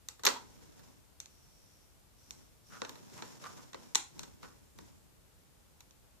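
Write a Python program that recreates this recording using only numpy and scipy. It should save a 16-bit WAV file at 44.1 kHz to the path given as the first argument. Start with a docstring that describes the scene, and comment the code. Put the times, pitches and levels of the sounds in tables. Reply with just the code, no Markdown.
"""In a small, quiet room, rubber bands are hooked over the pegs of a plastic loom on a wooden table.
Impacts excite resonant modes: the pegs click, the frame clacks down and the table thumps, heard in
nearly opposite phase by two close microphones. Stick-slip friction makes the loom scrape as it is
pushed, the plastic rasp under the fingers and the table rumble under the arms. A thin hiss comes and
goes, and a short reverberation follows the loom's sounds over a faint background noise."""
import sys
import numpy as np
from scipy import signal
from scipy.fft import rfft, irfft
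from scipy.io import wavfile
from scipy.ndimage import uniform_filter1d

SR = 44100
rng = np.random.default_rng(int(sys.argv[2]) if len(sys.argv) > 2 else 0)


def file_out(sig):
    """Save sig as 16-bit WAV at sys.argv[1]."""
    # one column per channel
    cols = np.atleast_2d(sig).T
    # limit, then scale
    lim = np.clip(cols, -1, 1)
    pcm = np.round(lim * 32767).astype(np.int16)
    wavfile.write(sys.argv[1], SR, pcm)


N = 273420
TIME = np.arange(N) / SR
HIT_SAMPLES = 2048
SIDES = np.array([[1], [-1]])   # left, right


def from_db(db):
    return 10 ** (np.asarray(db) / 20)


def unit_rms(x):
    return x / np.sqrt(np.mean(x ** 2) + 1e-20)


def at_hz(points, hz, column=1):
    """Interpolation of a table column on a log-frequency axis."""
    points = np.array(points)
    return np.interp(np.log(np.maximum(hz, 1)), np.log(points[:, 0]), points[:, column])


def add(out, start_s, sound):
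    """Superposition: a sound sums into the mix from start_s on."""
    start = max(round(start_s * SR), 0)
    out[:, start:start + sound.shape[-1]] += sound[:, :N - start]


def band(x, low_hz, high_hz):
    """Band-pass filtering keeps one range of frequencies."""
    edges_hz = [low_hz, min(high_hz, .45 * SR)]
    return signal.sosfilt(signal.butter(2, edges_hz, "band", fs=SR, output="sos"), x)


def swell(start_s, length_s, attack_s, release_s):
    """An envelope: linear rise, hold, then exponential decay."""
    decay = np.exp(-np.maximum(TIME - start_s - length_s, 0) / release_s)
    return np.clip((TIME - start_s) / attack_s, 0, 1) * decay


def stereo(two, correlation):
    """Sum and difference of two independent signals set the left-right correlation."""
    return np.sqrt((1 + correlation) / 2) * two[0] + np.sqrt((1 - correlation) / 2) * two[1] * SIDES


def resonate(x, hz, width_hz):
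    """A damped oscillator with unit gain at resonance."""
    r = np.exp(-np.pi * width_hz / SR)
    feedback = [1, -2 * r * np.cos(2 * np.pi * hz / SR), r * r]
    return signal.lfilter(np.array([1, 0, -1]) * (1 - r * r) / 2, feedback, x + 1e-18)


def body(force, modes):
    """Modal superposition: one force drives parallel resonances of alternating sign."""
    return sum((-1) ** k * from_db(db) * resonate(force, hz, width_hz)
               for k, (hz, width_hz, db) in enumerate(modes))


def friction(slips_per_s, spread_db, correlation, size=N):
    """Stick-slip friction: a dense random train of uneven impulses."""
    slips = (rng.random((2, size)) < slips_per_s / SR) * rng.choice([-1, 1], (2, size))
    strength = from_db(spread_db * np.minimum(rng.exponential(1, (2, size)), 4))
    return stereo(slips * strength, correlation)


# Spectrum of the background noise: frequency_hz, relative_density_db
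AIR_SPECTRUM = [(15, -40), (25, -13), (60, -1), (118, -6.5), (243, -15.5), (318, -16), (515, -17.5),
                (749, -21.5), (811, -20.5), (1500, -24.5), (1760, -26.5), (5880, -28), (7280, -27),
                (13800, -30.5), (15000, -44.5)]

def still_air(level_db=-63, pan_db=1, dip_db=-10.5):
    """Broadband noise: room rumble and microphone hiss. The deepest rumble dips for a while."""
    hz = np.minimum(np.arange(N // 2 + 1) * SR / N, 13500)   # the hiss stays flat at the top
    white = stereo(rng.standard_normal((2, N)), 0.057)
    noise = unit_rms(irfft(rfft(white) * from_db(at_hz(AIR_SPECTRUM, hz)), N))
    deep = signal.sosfiltfilt(signal.butter(2, 90, fs=SR, output="sos"), noise)
    dip = from_db(dip_db * swell(start_s=2.65, length_s=1.0, attack_s=.12, release_s=0.203))
    return from_db(level_db + pan_db / 2 * SIDES) * (noise + (dip - 1) * deep)


# Low modes of the table top, damped by the hands: pitch_hz, width_hz, gain_db
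RUMBLE_MODES = [(98.9, 29.5, -2), (153, 60, 0), (236.4, 130, -3), (403.4, 87, -11)]

def table_rumble(drag, resting_db=-78):
    """Forced vibration: skin and sleeves drag on the table, faintly even while the forearms rest."""
    rumble = body(friction(1500, spread_db=5.0, correlation=-0.77), RUMBLE_MODES)
    return (drag + from_db(resting_db)) * unit_rms(band(rumble, 85, 990))


def strike(modes, chatter_s, correlation, vary_db, detune, centre_hz=None, focus_db=0):
    """Impact excitation: a decaying volley of tiny slips rings each mode."""
    t, out = np.arange(HIT_SAMPLES) / SR, 0
    for hz, width_hz, db, pan_db in modes:
        force = stereo(rng.standard_normal((2, HIT_SAMPLES)), correlation) * np.exp(-t / chatter_s)
        hz = hz * np.exp(detune * rng.uniform(-1, 1))   # grip and band tension shift the modes
        if centre_hz:   # the spot that is touched favours the modes near one pitch
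            db = db - focus_db * np.log2(hz / centre_hz) ** 2
        ring = resonate(force, hz, width_hz)
        for _ in range(2):   # steep skirts keep the valleys between modes dark
            ring = resonate(ring, hz, 0.83 * hz)
        ring = np.array([unit_rms(channel) for channel in ring])
        out = out + from_db(db + pan_db / 2 * SIDES + vary_db * rng.standard_normal((2, 1))) * ring
    return unit_rms(out) * np.sqrt(.01 * SR / HIT_SAMPLES)   # the energy of 10 ms at unit rms


# Modes of the struck parts: pitch_hz, base_width_hz, gain_db, pan_db (left minus right)
TABLE_MODES = [(137, 70, -18, 0), (245, 140, -2, 2), (400, 130, 2.5, -1), (496, 83, -6.5, 10),
               (657, 610, -7, -6)]
FRAME_MODES = [(910, 91, -4.5, -2), (1048, 184, -3.5, -7.5), (1386, 250, -4.5, -2.5), (1808, 193, -4, -2.5)]
PEG_MODES = [(2500, 940, 5, 4.5), (3690, 300, 3, -2.5), (4133, 330, -5, -21.5), (5420, 180, -1, -3.5)]
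TIP_MODES = [(4560, 1500, -2.5, -8), (5690, 210, -4.5, -6.5), (6190, 450, 2, 0), (6914, 210, -0.5, 2),
             (7560, 270, -0.5, 5), (7920, 870, -11.5, 4.5)]
SNAP_MODES = [(11400, 1000, -5, 9.5), (12480, 410, -4.5, 0.5), (13500, 800, -2, 3.5)]
# Touches on the loom: start_s, level_db, weight_db, snap_db, tip_pitch_hz, chatter_s
# Weight (the table's thump) and snap are relative to the level.
TOUCHES = [ (0.0862, -45, -18.5, -8, 7100, .001), (0.194, -63, 5.5, -5, 7000, .005),
           (0.235, -44, -5.5, -12, 7090, 0.0024), (0.242, -51, 9, -16, 6000, .004),
           (0.2512, -34.5, -14, -6, 5860, 0.0003), (0.2542, -31.5, -7.5, -1, 6650, 0.0011),
           (0.262, -39.5, -12, -4.5, 5480, 0.0027), (0.2658, -26, -13, -22, 4940, 0.0021),
           (0.27, -26.5, -5, -19.5, 5520, .0017), (0.2767, -32, -3, -23.5, 6680, 0.0012),
           (0.2863, -36, -5, -15, 4777, 0.0022), (0.793, -66, 5.5, -3, 7240, 0.0052),
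           (1.202, -50, -28, -7.5, 6060, 0.00034), (1.258, -58.5, -19, -15, 5800, .0005),
           (2.3077, -50.5, -25, -9.5, 5500, 0.00024), (2.818, -43, 4.5, -36, 5740, 0.0013),
           (2.8482, -48, -1.5, -28, 5600, 0.0036), (2.8931, -49.5, -5.5, -8, 6100, .0027),
           (2.955, -59.5, 4, -11, 5900, 0.005), (3.2219, -47.5, 2, -30, 5800, 0.0033),
           (3.4397, -54.5, 0, -24, 6150, 0.00096), (3.7315, -54, -2, -21, 6270, 0.0039),
           (3.744, -51, 6, -24, 5900, 0.0029), (3.9478, -34, -16.5, -15.5, 6300, 0.0043),
           (3.9546, -27, -17.5, -16, 7000, 0.001), (4.193, -46, -15, -13, 6200, 0.00059),
           (4.2314, -50.5, -8, -14, 6460, 0.005), (4.43, -58, 6, -22, 4900, 0.0098),
           (4.787, -57.5, 1.5, -7, 5830, .0018), (5.8053, -59.5, -14.5, -4.5, 5730, 0.0028),
           (5.9088, -67.5, -22.5, -12, 5660, .0008), ]

def loom_touches(blur, pan_db=1):
    """Modal ringing of table, frame, peg and tip, with a bright snap; blur scales the click bandwidths."""
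    out = np.zeros((2, N))
    peg_modes, tip_modes, snap_modes = [
        [(hz, width_hz * blur, db, pan) for hz, width_hz, db, pan in modes]
        for modes in (PEG_MODES, TIP_MODES, SNAP_MODES)]
    for start_s, level_db, weight_db, snap_db, tip_hz, chatter_s in TOUCHES:
        table = strike(TABLE_MODES, chatter_s * 1.5, correlation=-0.92, vary_db=0.9, detune=0.038)
        frame = strike(FRAME_MODES, chatter_s * 1.315, correlation=0.54, vary_db=1.5, detune=0.087)
        # a touch near the tip favours the peg's upper modes, one near the base its lower ones
        peg = strike(peg_modes, chatter_s, correlation=0, vary_db=0.4, detune=0.025,
                     centre_hz=0.62 * tip_hz, focus_db=15.08 / blur)
        tip = strike(tip_modes, chatter_s, correlation=-0.032, vary_db=0.5, detune=0.013,
                     centre_hz=tip_hz, focus_db=60.0 / blur)
        snap = strike(snap_modes, chatter_s, correlation=0, vary_db=.8, detune=0.026)
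        # a heavy touch drives the frame, a light one the tip
        knock = from_db(weight_db) * table + from_db(0.5 + 0.51 * weight_db) * frame
        click = peg + from_db(-3.5 - 0.34 * weight_db) * tip + from_db(snap_db) * snap
        add(out, start_s, from_db(level_db) * (knock + click))
    return out * from_db(pan_db / 2 * SIDES)


# Strokes on the plastic: start_s, length_s, level_db, pitch_hz, width_hz
RUBS = [(0.341, 0.013, -45, 1000, 120), (0.356, 0.023, -44.5, 950, 110), (2.702, 0.088, -54, 1320, 260),
        (3.165, 0.047, -55, 1030, 447), (3.437, 0.04, -47, 1150, 298), (3.569, 0.048, -60, 1100, 300),
        (4.426, 0.043, -52.5, 1100, 353)]

def frame_rubs():
    """Friction on fingers and wood drives one resonance of the frame, rising and falling with pressure."""
    out, t = np.zeros((2, N)), TIME[:4 * HIT_SAMPLES]
    for start_s, length_s, level_db, pitch_hz, width_hz in RUBS:
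        pressure = np.sqrt(np.abs(np.sin(np.pi * np.clip(t / length_s, 0, 1))))
        slips = friction(2500, spread_db=6.0, correlation=0.4, size=len(t))
        rasp = unit_rms(band(resonate(slips, pitch_hz, width_hz), 570, 14000))
        add(out, start_s, from_db(level_db) * pressure * rasp)
    return out


# The hands shift the loom over the table: start_s, length_s, scrape_db, rumble_db
PUSHES = [ (0.38, 0.32, -65, -61.5), (0.728, 0.16, -65, -61), (2.26, .15, -67.5, -63.5),
          (2.677, 0.44, -61, -58.5), (3.082, 0.24, -56.5, -54.5), (3.371, .23, -57.5, -55),
          (3.754, 0.081, -59.5, -56), (4.11, 0.12, -61, -54.5), (4.383, 0.075, -60.5, -57.5),
          (4.75, 0.038, -60.5, -51), ]

def push_envelopes():
    """Friction noise follows effort: the amplitudes of the loom's scrape and the table's rumble."""
    scrape = rumble = 0
    for start_s, length_s, scrape_db, rumble_db in PUSHES:
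        effort = swell(start_s, length_s, attack_s=.05, release_s=0.1)
        scrape = np.maximum(scrape, from_db(scrape_db) * effort)
        rumble = np.maximum(rumble, from_db(rumble_db) * effort)
    return scrape, rumble


# Modes of the sliding loom, damped by the hand: pitch_hz, width_hz, gain_db
SCRAPE_MODES = [(467, 210, -3.5), (980, 204, -2.5), (1366, 550, -7.5), (2370, 2660, -10.5),
                (3730, 1200, -7.5), (5460, 710, -7.5), (7000, 920, -8), (12400, 4600, -18.5)]

def loom_scrape(push, catching_db=1.8):
    """Stick-slip motion: the loom's feet catch and release on the wood, exciting its modes."""
    catching = uniform_filter1d(rng.standard_normal(N), size=500)
    catching = unit_rms(uniform_filter1d(catching, size=500))
    scrape = body(friction(2000, spread_db=1.0, correlation=-0.044), SCRAPE_MODES)
    return push * from_db(catching_db * catching) * unit_rms(band(scrape, 254.5, 12500))


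# A thin hiss, likely a band drawn through the fingers: start_s, length_s, level_db, pitch_hz
BAND_DRAWS = [(1.258, 0.56, -72.5, 5620), (2.151, 0.25, -70.5, 5690), (2.63, 0.15, -66, 5700),
              (4.594, 0.4, -79.5, 7370)]

def band_draws(width_hz=480, skin_db=-6.5):
    """Sliding friction of rubber on skin: a narrow-band hiss over a broad rustle."""
    out, slips = 0, friction(3000, spread_db=3.5, correlation=0.066)
    rustle = from_db(skin_db) * unit_rms(band(slips, 2000, 15000))
    for start_s, length_s, level_db, pitch_hz in BAND_DRAWS:
        hiss = unit_rms(resonate(slips, pitch_hz, width_hz))
        pull = swell(start_s, length_s, attack_s=0.05, release_s=0.08)
        out = out + from_db(level_db) * pull * (hiss + rustle)
    return out


# Reverberation of the small room: frequency_hz, t60_s, gain_db
ROOM_DECAY = [(153, 0.36, -8.5), (400, 0.35, -9), (982, 0.3, -2), (2828, 0.31, -10.5), (6914, 0.3, -9.5),
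              (14100, 0.23, -8.5)]

def reverberation(x, gap_s):
    """A diffuse field: reflections decay exponentially band by band, the lows last."""
    t, response = np.arange(SR) / SR, 0
    edges_hz = np.geomspace(100, 16000, 12)
    for low_hz, high_hz in zip(edges_hz, edges_hz[1:]):
        hz = np.sqrt(low_hz * high_hz)
        correlation = at_hz([(200, -.85), (600, 0.063), (1200, 0.25), (3000, -0.34)], hz)
        noise = stereo(rng.standard_normal((2, SR)), correlation)
        decay = from_db(-60 * t / at_hz(ROOM_DECAY, hz)) * (t > gap_s)
        tail = band(noise * decay / np.sqrt(np.sum(decay ** 2)), low_hz, high_hz)
        response = response + from_db(at_hz(ROOM_DECAY, hz, column=2)) * tail
    return signal.fftconvolve(x, response, axes=1)[:, :N]


def scene():
    """Superposition of the loom's direct sound, its reflections, the table's rumble and the background."""
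    push, drag = push_envelopes()
    rubbing = loom_scrape(push) + frame_rubs() + band_draws()
    direct = loom_touches(blur=0.9) + rubbing
    # the walls gather every peg from every side, which blurs the resonances
    all_round = loom_touches(blur=2.5) + rubbing
    return direct + reverberation(all_round, gap_s=.002) + table_rumble(drag) + still_air()


def record(dry):
    """Band limiting: a steep low-pass filter removes the highest treble."""
    cutoff_hz = 14650
    return signal.sosfilt(signal.ellip(10, .1, 80, cutoff_hz, fs=SR, output="sos"), dry)


dry = scene()
out = record(dry)
file_out(out)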